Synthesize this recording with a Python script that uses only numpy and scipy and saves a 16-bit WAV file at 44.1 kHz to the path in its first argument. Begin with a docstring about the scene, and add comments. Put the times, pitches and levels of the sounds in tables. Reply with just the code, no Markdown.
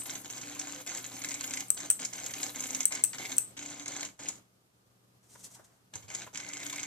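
"""In a quiet room, two small geared stepper motors swing a wooden plotter arm over a desk.
Chance clicks through the arm's resonances make gear rattle and backlash knocks; wavering sines make coil hum.
A solenoid snaps, a crack and a short ring, as the pen drops and lifts; the pen tip hisses.
The arm stops, a hand pulls the paper away in crackling noise, and the arm restarts.
Behind it lie soft noise and hum; a noise gate lowers the whole sound when all is still."""
import sys
import numpy as np
from scipy import signal
from scipy.fft import rfft, irfft, next_fast_len
from scipy.io import wavfile
from scipy.ndimage import uniform_filter1d

SR = 44100
rng = np.random.default_rng(int(sys.argv[2]) if len(sys.argv) > 2 else 0)


def dump_mix(stems):
    """Bounce the given channels to the path in sys.argv[1] as a 16-bit WAV at rate SR."""
    frames = np.atleast_2d(stems).T  # one column per channel
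    limited = np.clip(frames, -1, 1)  # hard clip at full scale
    pcm = np.round(limited * 32767).astype(np.int16)
    wavfile.write(sys.argv[1], SR, pcm)


N = 302526

# Moves of the arm. Each row: start in seconds, length in seconds, rattle drive in dB,
# forearm ring over rattle in dB, upper motor in dB, lower motor in dB.
MOVES = [(-.1, 0.086, -38.5, 4, -52, -56), (0.054, 0.11, -42, 8.5, -57.5, -58),
         (0.174, 0.051, -49.5, -8, -59, -57), (0.244, 0.018, -43, -0.5, -57, -59),
         (0.294, 0.14, -43, -5, -64, -61), (0.43, 0.38, -43.5, -7, -51.5, -61),
         (0.862, 0.123, -40.5, 2.5, -64, -69), (0.99, 0.16, -48, 1, -61.5, -63),
         (1.116, 0.12, -45.5, 6, -58, -54), (1.242, 0.17, -45, 13.5, -53.5, -56.5),
         (1.429, 0.19, -42.5, 6, -54.5, -52.5), (1.767, 0.094, -41, 3.5, -53, -58.5),
         (1.991, 0.047, -39, 5, -56.5, -52), (2.127, 0.19, -42, 5, -60.5, -63.5),
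         (2.35, 0.15, -40, -6.5, -53.5, -59), (2.544, 0.12, -42, 7.5, -57, -52),
         (2.686, 0.13, -42.5, 10, -57.5, -49.5), (2.905, 0.096, -40, 11.5, -55, -56.5),
         (3.137, 0.018, -41, 5.5, -68.5, -51.5), (3.195, 0.066, -38.5, 8, -75.5, -60.5),
         (3.29, 0.055, -40, 2.5, -57.5, -49.5), (3.566, 0.27, -45, 4, -52, -58),
         (3.858, 0.19, -41, 3.5, -52.5, -63), (4.19, 0.11, -43, 1.5, -55.5, -78),
         (5.934, 0.027, -46.5, -1, -63, -78), (6.022, 0.02, -49.5, 6, -74, -76),
         (6.079, 0.16, -44.5, 6, -82, -78), (6.329, 0.32, -46, 14, -57.5, -73),
         (6.605, .3, -44, 12, -54, -67)]
# Loudest backlash knocks in the gears. Each row: time in seconds, treble level in dB, body in dB over treble.
KNOCKS = [(0.107, -32, -15), (0.1543, -33.5, 2.5), (0.2992, -39, 7), (0.334, -43, -16),
          (0.3782, -33.5, -12), (0.4124, -36, -17), (0.593, -25, -8), (0.6131, -36.5, 5), (0.873, -31.5, 1),
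          (0.8982, -35, 3), (0.9483, -33, 1.5), (0.973, -30, -5), (1.0415, -36, 2), (1.063, -37, -8),
          (1.218, -35.5, 4), (1.238, -45.5, 11), (1.2451, -26, 1), (1.287, -29, -17), (1.3069, -30, -1.5),
          (1.315, -29.5, -2), (1.341, -29.5, -2), (1.408, -29.5, 2), (1.4401, -31, 3), (1.5078, -32, 0),
          (1.5362, -26, 0.5), (1.571, -27.5, -2), (1.6045, -28.5, 2.5), (1.773, -40.5, 8), (1.8024, -33, 0),
          (2.049, -23.5, -8), (2.132, -32, -19), (2.2616, -27, -2), (2.336, -33, 6), (2.43, -24.5, -3),
          (2.5583, -32.5, -4), (2.6042, -26.5, -11), (2.638, -27.5, -6), (2.6674, -32, -6.5),
          (2.73, -31, -9), (2.7468, -21.5, -7.5), (2.805, -22, -4), (2.829, -30, -4), (2.9206, -27, -0.5),
          (2.928, -31, -12), (2.9499, -25, -11.5), (3.131, -40, 9), (3.1456, -46, 10), (3.183, -37.5, 9),
          (3.255, -37.5, 3), (3.2957, -35.5, 0.5), (3.3185, -33, 5.5), (3.5743, -38, 1), (3.591, -37, 5),
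          (3.625, -38.5, 3), (3.6593, -34, -4.5), (3.7003, -36, -14), (3.796, -38.5, 0.5),
          (3.859, -38, 3.5), (3.879, -28, -13.5), (3.935, -43, -4), (3.9636, -31.5, -3.5),
          (4.008, -34.5, 6), (4.0289, -32, 6), (4.049, -32, -2.5), (4.058, -42, 6), (4.284, -25, -18.5),
          (5.954, -34.5, -30), (6.1, -36.5, -5), (6.148, -26.5, -6), (6.218, -43.5, 9.5), (6.3457, -40, 6),
          (6.356, -38.5, 8), (6.3734, -30.5, 0), (6.4003, -35.5, 5.5), (6.4875, -33, -13),
          (6.5333, -31.5, -1.5), (6.5688, -35, 4), (6.6005, -36.5, 0.5), (6.6298, -35, 4),
          (6.664, -31, 1.5), (6.6972, -32.5, 1.5), (6.7285, -34.5, 6), (6.759, -32.5, 2.5),
          (6.795, -32, 1.5), (6.83, -29, 0)]
# Broad colour of the rattle. Each row: frequency in Hz, relative level in dB.
ARM_COLOUR = [(88, -44.5), (150, -13.5), (285, -9.5), (381, -12.5), (860, -11), (930, -14), (1910, -14),
              (2180, -7), (2700, -13), (7410, -6.5), (9180, -19), (14100, -38.5), (14800, -60.5)]
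# Resonances of the arm. Each row: frequency in Hz, width in Hz, lift in dB.
ARM_MODES = [(2083, 250, 1), (333.3, 40, 7), (498, 14, 6), (658, 52, 5.5), (767.4, 18, 7), (1026, 50, 8.5),
             (1508, 110, 6), (1730, 160, 4.5), (3120, 690, 3), (4040, 60, 5), (4790, 61, 4.5),
             (5780, 64, -2), (6385, 510, 5), (6940, 300, 6), (7200, 2500, 4)]
# Step rates of the upper and lower motor, in Hz.
STEP_HZ = (290.6, 260)
# Short woody groans under load. Each row: start in seconds, length in seconds, pitch in Hz, level in dB.
GROANS = [(0.585, 0.087, 765, -52), (.74, 0.096, 515, -53), (6.725, 0.017, 1050, -45.5)]
# Solenoid snaps, with small ticks before and bounces after.
# Each row: time in seconds, relative level in dB, board echo in dB over the snap.
SNAPS = [(-.03, -3, -6), (1.2385, -27, -9), (1.301, -30, -9), (1.33, -30, -9), (1.434, -28, -9),
         (1.497, -30, -9), (1.6835, -30, -6), (1.7034, -2.8, -9), (1.7465, -23, -6), (1.902, -2.2, -6),
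         (1.911, -9, -7), (1.9995, -26, -6), (2.767, -26, -6), (2.8547, -2, -7), (3.0383, -2.2, -4.5),
         (3.048, -12, -7), (3.367, -21, -8), (3.3821, -2.6, -6)]
# Ring of the steel plunger. Each row: frequency in Hz, relative level in dB.
PLUNGER_MODES = [(8180, -1.5), (6090, -17.5), (9850, -23)]
# Echoes from nearby boards. Each row: delay in milliseconds, left level in dB, right level in dB.
SNAP_ECHOES = [(3.0, 0, -15), (3.7, -4, -18), (4.4, -11, -22)]
# Dull bumps on the desk top, the pen's among them.
# Each row: time in seconds, level in dB, pitch in Hz, low thump in dB over the bump.
BUMPS = [(1.706, -41.5, 1240, -28), (1.904, -32.5, 1370, -27.5), (2.856, -44.5, 1990, -30),
         (3.04, -32, 2650, -32), (3.384, -36, 2620, -31.5), (5.354, -38.5, 1004, -27.5),
         (5.554, -47, 910, -23), (5.595, -38, 602, -17.5), (5.936, -39, 1674, -25), (5.955, -37, 900, -12),
         (6.04, -46.5, 476, -0.5), (6.263, -34.5, 634, -34.5), (6.273, -34.5, 1007, -38)]
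# Pen hiss at the top. Each row: time in seconds, level in dB before the left-right balance.
PEN_HISS = [(0.0, -55), (0.19, -48.5), (.24, -56), (0.8, -58), (1.53, -50.5), (1.75, -57), (1.89, -61),
            (2.3, -53), (2.42, -49), (2.8, -49.5), (3.02, -68), (3.27, -50), (3.44, -55), (3.56, -89),
            (3.62, -90), (4.06, -61), (4.17, -91), (4.25, -80.5), (4.45, -90.5), (5.9, -81), (5.97, -70),
            (6.2, -71), (6.32, -65), (6.55, -79), (6.67, -53), (6.86, -67)]
# The sheet slides off the desk. Each row: time in seconds, level in dB before trims, low scrape in dB over it.
PAPER_SLIDE = [(5.23, -60.5, -6), (5.292, -62.5, -12), (5.305, -49.5, -25), (5.35, -54, -8),
               (5.376, -59, -14), (5.405, -50, -28), (5.43, -52, -16), (5.44, -43, -28),
               (5.458, -47.5, -22), (5.482, -65, -2), (5.52, -51.5, -13), (5.535, -50, -18),
               (5.556, -50.5, -17), (5.57, -71.5, 14.5), (5.63, -64, -1), (5.65, -51, -13),
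               (5.67, -69.5, 4.5), (5.77, -65.5, -2), (5.86, -86, 10)]
# Colour of the rustling sheet. Each row: frequency in Hz, relative level in dB.
SHEET_COLOUR = [(1180, -52), (2000, -17), (4500, -12.5), (6200, -3), (7900, -2.5), (12000, -14.5),
                (14100, -16.5), (14900, -33.5), (15500, -79)]
# Colour of the room noise. Each row: frequency in Hz, relative level in dB.
AIR_COLOUR = [(15, -36.5), (25, -13), (49, -12), (108, -1.5), (194, -4), (253, -3.5), (1010, -12),
              (1190, -10.5), (1970, -17.5), (7860, -19), (14500, -23)]
# Left-right likeness of the room noise. Each row: frequency in Hz, likeness from -1 to 1.
AIR_LIKENESS = [(25, 0.23), (60, 0.61), (180, 0.81), (550, 0.21), (1650, -0.47), (5000, -0.0091)]
# Mains and a fan. Each row: frequency in Hz, typical rms level in dB.
HUM = [(120, -65), (187.6, -69), (1221, -86)]
# Reverberation of the room. Each row: frequency in Hz, time in seconds to fall 60 dB.
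ROOM_DECAY = [(200, 0.4), (1000, 0.33), (4000, 0.24), (8000, 0.24), (14000, 0.22)]
# Loudness of the desk at the two ports. Each row: frequency in Hz, left minus right in dB.
ARM_BALANCE = [(290, -1), (700, 1.5), (1200, 2), (2200, -1), (4000, 2), (6200, -10), (7400, 7.5),
               (13000, 16.5)]
# Phase of the desk at the two ports. Each row: frequency in Hz, radians by which left leads.
ARM_LEAD = [(290, 0.58), (700, 0.5), (1200, 0.64), (4000, 1.32), (6200, 1.34), (7400, 4.88), (13000, 2.8)]

# the rattle starts at once and dies fast, then the loose arm settles, quieter and slower
START_S, STOP_DB_PER_S = 0.0024, 605
SETTLE_DB, SETTLE_DB_PER_S = -7, 125
TREBLE_DB = -3  # treble drive of the rattle over its body
# the loose forearm's ring all but stops with the drive; the width is that of one of its two filters
RING_HZ, RING_WIDTH_HZ, RING_SETTLE_DB = 2167, 276, -20.5
LEAD_DB = -17  # a smaller tick runs ahead of each knock
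STRIKE_DB = 11  # the hard first contact of a knock, against its rattle
# parts answer a little apart, and a tooth rebounds once
TICK_SLIP_S, REBOUND_S, REBOUND_DB = .001, 0.0055, -2.5
STEP_WAVER = .006  # typical waver of the step rates, as a fraction
HUM_START_S, HUM_STOP_DB_PER_S = 0.024, 295.5  # motor hum swells and fades more softly
AIR_DB = -58.5  # room noise, rms
EDGE_HZ, HISS_EDGE_HZ = 15900, 14600  # top of the whole sound, and of the noises in it


def gears():
    """Teeth chatter in clumps and knock at reversals; wood, gear train and forearm each rattle by themselves."""
    starts, _, level_db, ring_db, _, _ = np.transpose(MOVES)
    level = moving(level_db, START_S, STOP_DB_PER_S)
    ring = moving(level_db + ring_db, START_S, STOP_DB_PER_S, settle_db=RING_SETTLE_DB)
    shared = catches(per_s=170, tau=0.0024, depth=0.9)  # teeth catch unevenly
    parts = []
    for gain in (level * amp(-2.5), level, level * amp(TREBLE_DB), ring):
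        own = catches(per_s=150, tau=0.00065, depth=4.0)
        parts.append(gain * shared * own * grit(per_s=6000, spread_db=3))
    # the heavy wood growls more steadily
    parts[0] = parts[0] + level * amp(-0.5) * grit(per_s=9000, spread_db=-1.0)
    add_knocks(parts, starts, ring_db)
    wood, body, bright, loose = parts

    hz = np.fft.rfftfreq(8192, 1 / SR)
    lift_db = sum(db / (1 + (2 * (hz - f) / width) ** 2) for f, width, db in ARM_MODES)
    arm = causal(read(ARM_COLOUR, hz) + lift_db)
    growl = signal.oaconvolve(split(wood, 1336)[0], arm)[:N]
    train = band(body, 1226, 4390) + split(bright, 5610)[1]
    rattle = signal.oaconvolve(train, arm)[:N]
    b, a = signal.iirpeak(RING_HZ, RING_HZ / RING_WIDTH_HZ, SR)
    forearm = signal.lfilter(b, a, signal.lfilter(b, a, loose))
    whole = rattle + growl + forearm
    # as the arm folds and the teeth load, the colour shifts; each port hears its own patches
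    return np.array([shifting(whole, depth_db=2.5, turn=.4) for _ in range(2)])


def add_knocks(parts, starts, ring_db):
    """Backlash closes with a faint early tick, a hard contact with a short rattle, and one rebound."""
    t = np.arange(1300) / SR
    fade = 2.0 * np.exp(-t / 0.001) + 0.83 * np.exp(-t / 0.0046)  # a tick, then a short rattle
    shape = (1 - np.exp(-t / 0.00054)) ** 2 * fade
    strike = amp(STRIKE_DB) * signal.unit_impulse(len(t), idx=20)

    def chatter():
        return rng.standard_normal(len(t)) * shape

    for s, db, body_db in KNOCKS:
        # the forearm answers more where it is loose
        loose_db = .5 * ring_db[np.searchsorted(starts, s + REBOUND_S) - 1]
        answers_db = (body_db - 18, body_db - 0.5, 0, body_db + loose_db - 1.0)
        for part, part_db in zip(parts, answers_db):
            slip, wait, size, early = rng.random(4)
            peak_db = db + part_db
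            add(part, s - REBOUND_S * early, amp(peak_db + LEAD_DB) * chatter())
            add(part, s + TICK_SLIP_S * slip, amp(peak_db) * (chatter() + strike))
            add(part, s + REBOUND_S * (.5 + wait), size * amp(peak_db + REBOUND_DB) * chatter())


def moving(db, start_s, stop_db_per_s, settle_db=SETTLE_DB):
    """Gain over time: each move rises, holds its level, drops and settles."""
    t, power = np.arange(0, N, 32) / SR, 0
    for (s, length, *_), level_db in zip(MOVES, db):
        rise = np.clip((t - s) / start_s, 0, 1)
        after = np.maximum(t - s - length, 0)
        fall_db = np.maximum(-stop_db_per_s * after, settle_db - SETTLE_DB_PER_S * after)
        power = power + (rise * amp(level_db + fall_db)) ** 2
    return np.interp(np.arange(N) / SR, t, np.sqrt(power))


def coils():
    """Each motor hums at its step rate, unsteady in pitch and level, with a weak octave."""
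    out = np.zeros(N)
    for hz, db in zip(STEP_HZ, np.transpose(MOVES)[4:]):
        turn = 2 * np.pi * np.cumsum(hz * (1 + STEP_WAVER * drift(8))) / SR
        tone = np.sin(turn) + amp(-15.5) * np.sin(2 * turn)
        flutter = amp(2.9 * drift(50))
        out += moving(db, HUM_START_S, HUM_STOP_DB_PER_S) * flutter * tone
    return out


def groans():
    """Now and then the loaded wood groans: one pitch that swells and fades."""
    t, out = np.arange(N) / SR, np.zeros(N)
    for s, length, hz, db in GROANS:
        swell = np.sin(np.pi * np.clip((t - s) / length, 0, 1))
        out += amp(db) * swell * np.sin(2 * np.pi * hz * t)
    return out


def solenoid():
    """A steel plunger cracks and rings for a millisecond or two; boards close by and the room throw it back."""
    t = np.arange(200) / SR
    lead = SR // 10  # room for a snap before the start, whose tail is still heard
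    ring = sum(amp(db) * np.sin(2 * np.pi * hz * t) for hz, db in PLUNGER_MODES)
    ring *= (t / .00021) ** 3 * np.exp((.00063 - t) / .00021)
    ring /= abs(ring).max()
    click = signal.unit_impulse(len(t), idx=24)
    crack = amp(4.0) * band(click, 8100, 22000) + amp(-7.5) * band(click, 1400, 9500)
    snap = ring + crack

    direct, thrown = np.zeros((2, N + lead))
    for s, db, echo_db in SNAPS:
        add(direct, s + lead / SR, amp(db) * snap)
        add(thrown, s + lead / SR, amp(db + echo_db) * snap)
    # the tail shifts in colour, so no two are alike
    tail = np.array([shifting(ear, depth_db=3.5, turn=0) for ear in room(thrown, start=0.0036)])
    out = amp(-1.5) * dulled(tail) * amp([[0.5], [-3]])
    out += np.array([late(direct, 1.4), amp(-4.5) * direct])
    for ms, *ears_db in SNAP_ECHOES:
        add(out, ms / 1000, amp(ears_db)[:, None] * thrown)
    return out[:, lead:]


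def bumps():
    """A dull clatter round one woody pitch, over a low push through the desk."""
    t, out = np.arange(4000) / SR, np.zeros(N)
    for s, db, hz, low_db in BUMPS:
        chance = rng.standard_normal(len(t))
        pitch = amp(-3.5) * np.sin(2 * np.pi * hz * t)
        clatter = amp(-5.5) * evened(band(chance, hz * 0.32, hz * 2.5))
        contact = amp(0.5 - 60 * t / 0.0091) * chance
        ring = (pitch + clatter + contact) * amp(-60 * t / 0.039)
        push = amp(low_db - 60 * t / 0.16) * np.sin(2 * np.pi * 102 * t)
        add(out, s, amp(db) * (ring + push) * (1 - np.exp(-t / 0.0026)))
    return out


def pen():
    """A fine hiss at the top, as of the tip on paper, unlike in the two ears; it catches unevenly."""
    (level_db,), _ = curves(PEN_HISS)
    hiss = np.array([evened(band(grit(per_s=5200, spread_db=3.5), 8000, 15000)) for _ in range(2)])
    return amp(level_db) * catches(per_s=22, tau=0.006, depth=4.0) * hiss * amp([[2.5], [-2.5]])


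def paper():
    """The sheet crackles in a bright hiss as it catches, with a dull scrape on the desk."""
    (level_db, low_db), on = curves(PAPER_SLIDE)
    hz = np.fft.rfftfreq(2048, 1 / SR)
    crackle = grit(per_s=11000, spread_db=2.5) * catches(per_s=180, tau=0.0027, depth=1.9)
    rustle = signal.oaconvolve(crackle, causal(read(SHEET_COLOUR, hz)))[:N]
    below = split(grit(per_s=6800, spread_db=3.5), 1710)[0]
    scrape = evened(split(below, 277)[1])
    return on * amp(level_db - 4.5) * (rustle + amp(low_db) * scrape)


def air():
    """Room noise, most alike in the two ears in the bass, and hum that wavers in level."""
    frames, hz = N // 512 + 5, np.fft.rfftfreq(2048, 1 / SR)
    a, b, c, d = rng.standard_normal((frames, 1025, 4)).T
    left, other = a + 1j * b, c + 1j * d
    same = np.clip(read(AIR_LIKENESS, hz), -1, 1)[:, None]
    right = same * left + np.sqrt(1 - same ** 2) * other
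    colour = amp(read(AIR_COLOUR, hz)) * (hz < HISS_EDGE_HZ)
    z = np.array([left, right]) * colour[:, None]
    noise = amp(AIR_DB) * evened(signal.istft(z, nperseg=2048, noverlap=1536)[1][:, :N])
    t, hum = np.arange(N) / SR, 0
    for f, db in HUM:
        level = np.sqrt(2) * amp(db + 2.1 * drift(5.9))  # a sine peaks at root two over its rms
        hum = hum + level * np.sin(2 * np.pi * (f * t + rng.random()))
    return noise + hum


def room(x, start):
    """Sparse reflections of random sign, each band dying at its own speed, other ones in each ear."""
    taps = np.zeros((2, SR // 2))
    slots = np.arange(int(start * SR), SR // 2 - 20, 20)
    at = slots + rng.integers(0, 20, (2, len(slots)))
    np.put_along_axis(taps, at, rng.choice([-1., 1.], (2, len(slots))), 1)
    hz, t, z = signal.stft(taps, SR, nperseg=256)
    decay = amp(-60 * t / read(ROOM_DECAY, hz)[:, None])
    tail = signal.istft(z * decay, SR, nperseg=256)[1]
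    tail = tail / np.linalg.norm(tail[0])
    return signal.fftconvolve(x[None], tail, axes=1)[:, :x.shape[-1]]


def ports(pair):
    """Two microphone ports hear the desk with different level and phase at each frequency."""
    n = next_fast_len(N)
    hz = np.fft.rfftfreq(n, 1 / SR)
    half = amp(read(ARM_BALANCE, hz) / 2) * np.exp(.5j * read(ARM_LEAD, hz))
    return irfft(rfft(pair, n) * np.array([half, 1 / half]), n)[:, :N]


def shifting(x, depth_db, turn, hop=64):
    """Colour and phase (turn in radians) shift in patches a few hundred Hz wide; the overall level stays."""
    z = signal.stft(x, nperseg=4 * hop, noverlap=3 * hop)[2]

    def patches(frames):
        chance = rng.standard_normal(z.shape[::-1]).T
        return evened(uniform_filter1d(uniform_filter1d(chance, size=5, axis=0), size=frames, axis=1))

    colour, phase = patches(8), patches(40)  # the phase moves more slowly
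    z = z * amp(depth_db * colour) * np.exp(1j * turn * phase)
    out = signal.istft(z, nperseg=4 * hop, noverlap=3 * hop)[1][:len(x)]
    return evened(out) * np.std(x)


def catches(per_s, tau, depth):
    """Sudden swells that die away over tau seconds, on a steady base; rms 1."""
    kicks = rng.random(N) * (rng.random(N) < per_s / SR)
    return evened(1 + depth * signal.lfilter([1], [1, -np.exp(-1 / (tau * SR))], kicks))


def grit(per_s, spread_db):
    """Random clicks of either sign, their sizes spread by chance; rms 1."""
    size_db = spread_db * np.minimum(rng.exponential(1, N), 5)
    size = amp(size_db) * rng.choice([-1., 1.], N)
    return evened(size * (rng.random(N) < per_s / SR))


def drift(rate):
    """Slow chance: straight lines between random knots of rms about 1, rate knots a second."""
    knots = rng.standard_normal(int(N / SR * rate) + 3)
    return np.interp(np.arange(N) / SR * rate, np.arange(len(knots)), knots)


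def causal(gain_db):
    """Shortest causal (minimum-phase) response with the given colour over the bins 0..SR/2, energy 1."""
    log = np.log(amp(np.maximum(gain_db, -100)))
    full = np.r_[log, log[-2:0:-1]]
    taps = np.fft.ifft(np.exp(np.conj(signal.hilbert(full)))).real[:len(log)]
    return taps / np.linalg.norm(taps)


def dulled(x):
    """Roll the sound off at the top edge of the hiss."""
    return signal.oaconvolve(x, signal.firwin(255, HISS_EDGE_HZ, window=("kaiser", 8), fs=SR)[None], "same")


def split(x, hz):
    """The sound below and above a frequency."""
    low = signal.sosfilt(signal.butter(4, hz, fs=SR, output="sos"), x)
    return low, signal.sosfilt(signal.butter(4, hz, "high", fs=SR, output="sos"), x)


def band(x, lo_hz, hi_hz):
    """The sound between two frequencies."""
    return signal.sosfilt(signal.butter(3, [lo_hz, hi_hz], "band", fs=SR, output="sos"), x)


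def late(x, samples):
    """Delay by a fraction of a sample or more, through a phase slope."""
    n = next_fast_len(len(x))
    return irfft(rfft(x, n) * np.exp(-2j * np.pi * np.fft.rfftfreq(n) * samples), n)[:len(x)]


def curves(table):
    """Columns of a table over time, and a softened switch that is 1 inside it."""
    t, rows = np.arange(N) / SR, np.array(table)
    on = ((t >= rows[0, 0]) & (t <= rows[-1, 0])) * 1.
    return [np.interp(t, rows[:, 0], column) for column in rows.T[1:]], uniform_filter1d(on, 200)


def read(points, hz):
    """Value of a table at each frequency, on a log frequency scale."""
    f, value = np.transpose(points)
    return np.interp(np.log(hz + 1), np.log(f + 1), value)


def add(mix, s, sound):
    """Lay a sound into the mix at s seconds, cut at both ends of the mix."""
    at = round(s * SR)
    sound = sound[..., max(-at, 0):]
    part = mix[..., max(at, 0):][..., :sound.shape[-1]]
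    part += sound[..., :part.shape[-1]]


def amp(db):
    """Decibels to amplitude."""
    return 10 ** (np.asarray(db) / 20)


def evened(x):
    """Scale to rms 1."""
    return x / np.sqrt(np.mean(x ** 2) + 1e-20)


def scene():
    """Arm and desk through the two ports, then pen, paper, solenoid and room noise."""
    rattle, sheet = gears() + bumps(), paper()
    reflected = amp(-8.0) * room(rattle.mean(0), start=.001)
    desk = ports(rattle + reflected + coils() + groans())
    hand = amp(1.5) * sheet * amp([[1.5], [-1.5]]) + amp(2.5) * room(sheet, start=0.00033)
    return dulled(desk + pen() + hand) + solenoid() + air()


def record(dry):
    """A noise gate opens quickly on sound and closes slowly in the quiet; then the band limit."""
    power_db = 10 * np.log10(abs(uniform_filter1d((dry ** 2).mean(0), 800)) + 1e-12)
    fall = np.arange(N) * 170.0 / SR  # the held level falls 170 dB a second
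    held_db = np.maximum.accumulate(power_db + fall) - fall
    cut_db = np.clip(0.91 * (held_db + 45.5), -13, 0)  # cuts below -45.5 dB, by 13 dB at most
    gated = dry * amp(uniform_filter1d(cut_db, 600))
    return signal.oaconvolve(gated, signal.firwin(767, EDGE_HZ, window=("kaiser", 9), fs=SR)[None], "same")


dry = scene()
out = record(dry)
dump_mix(out)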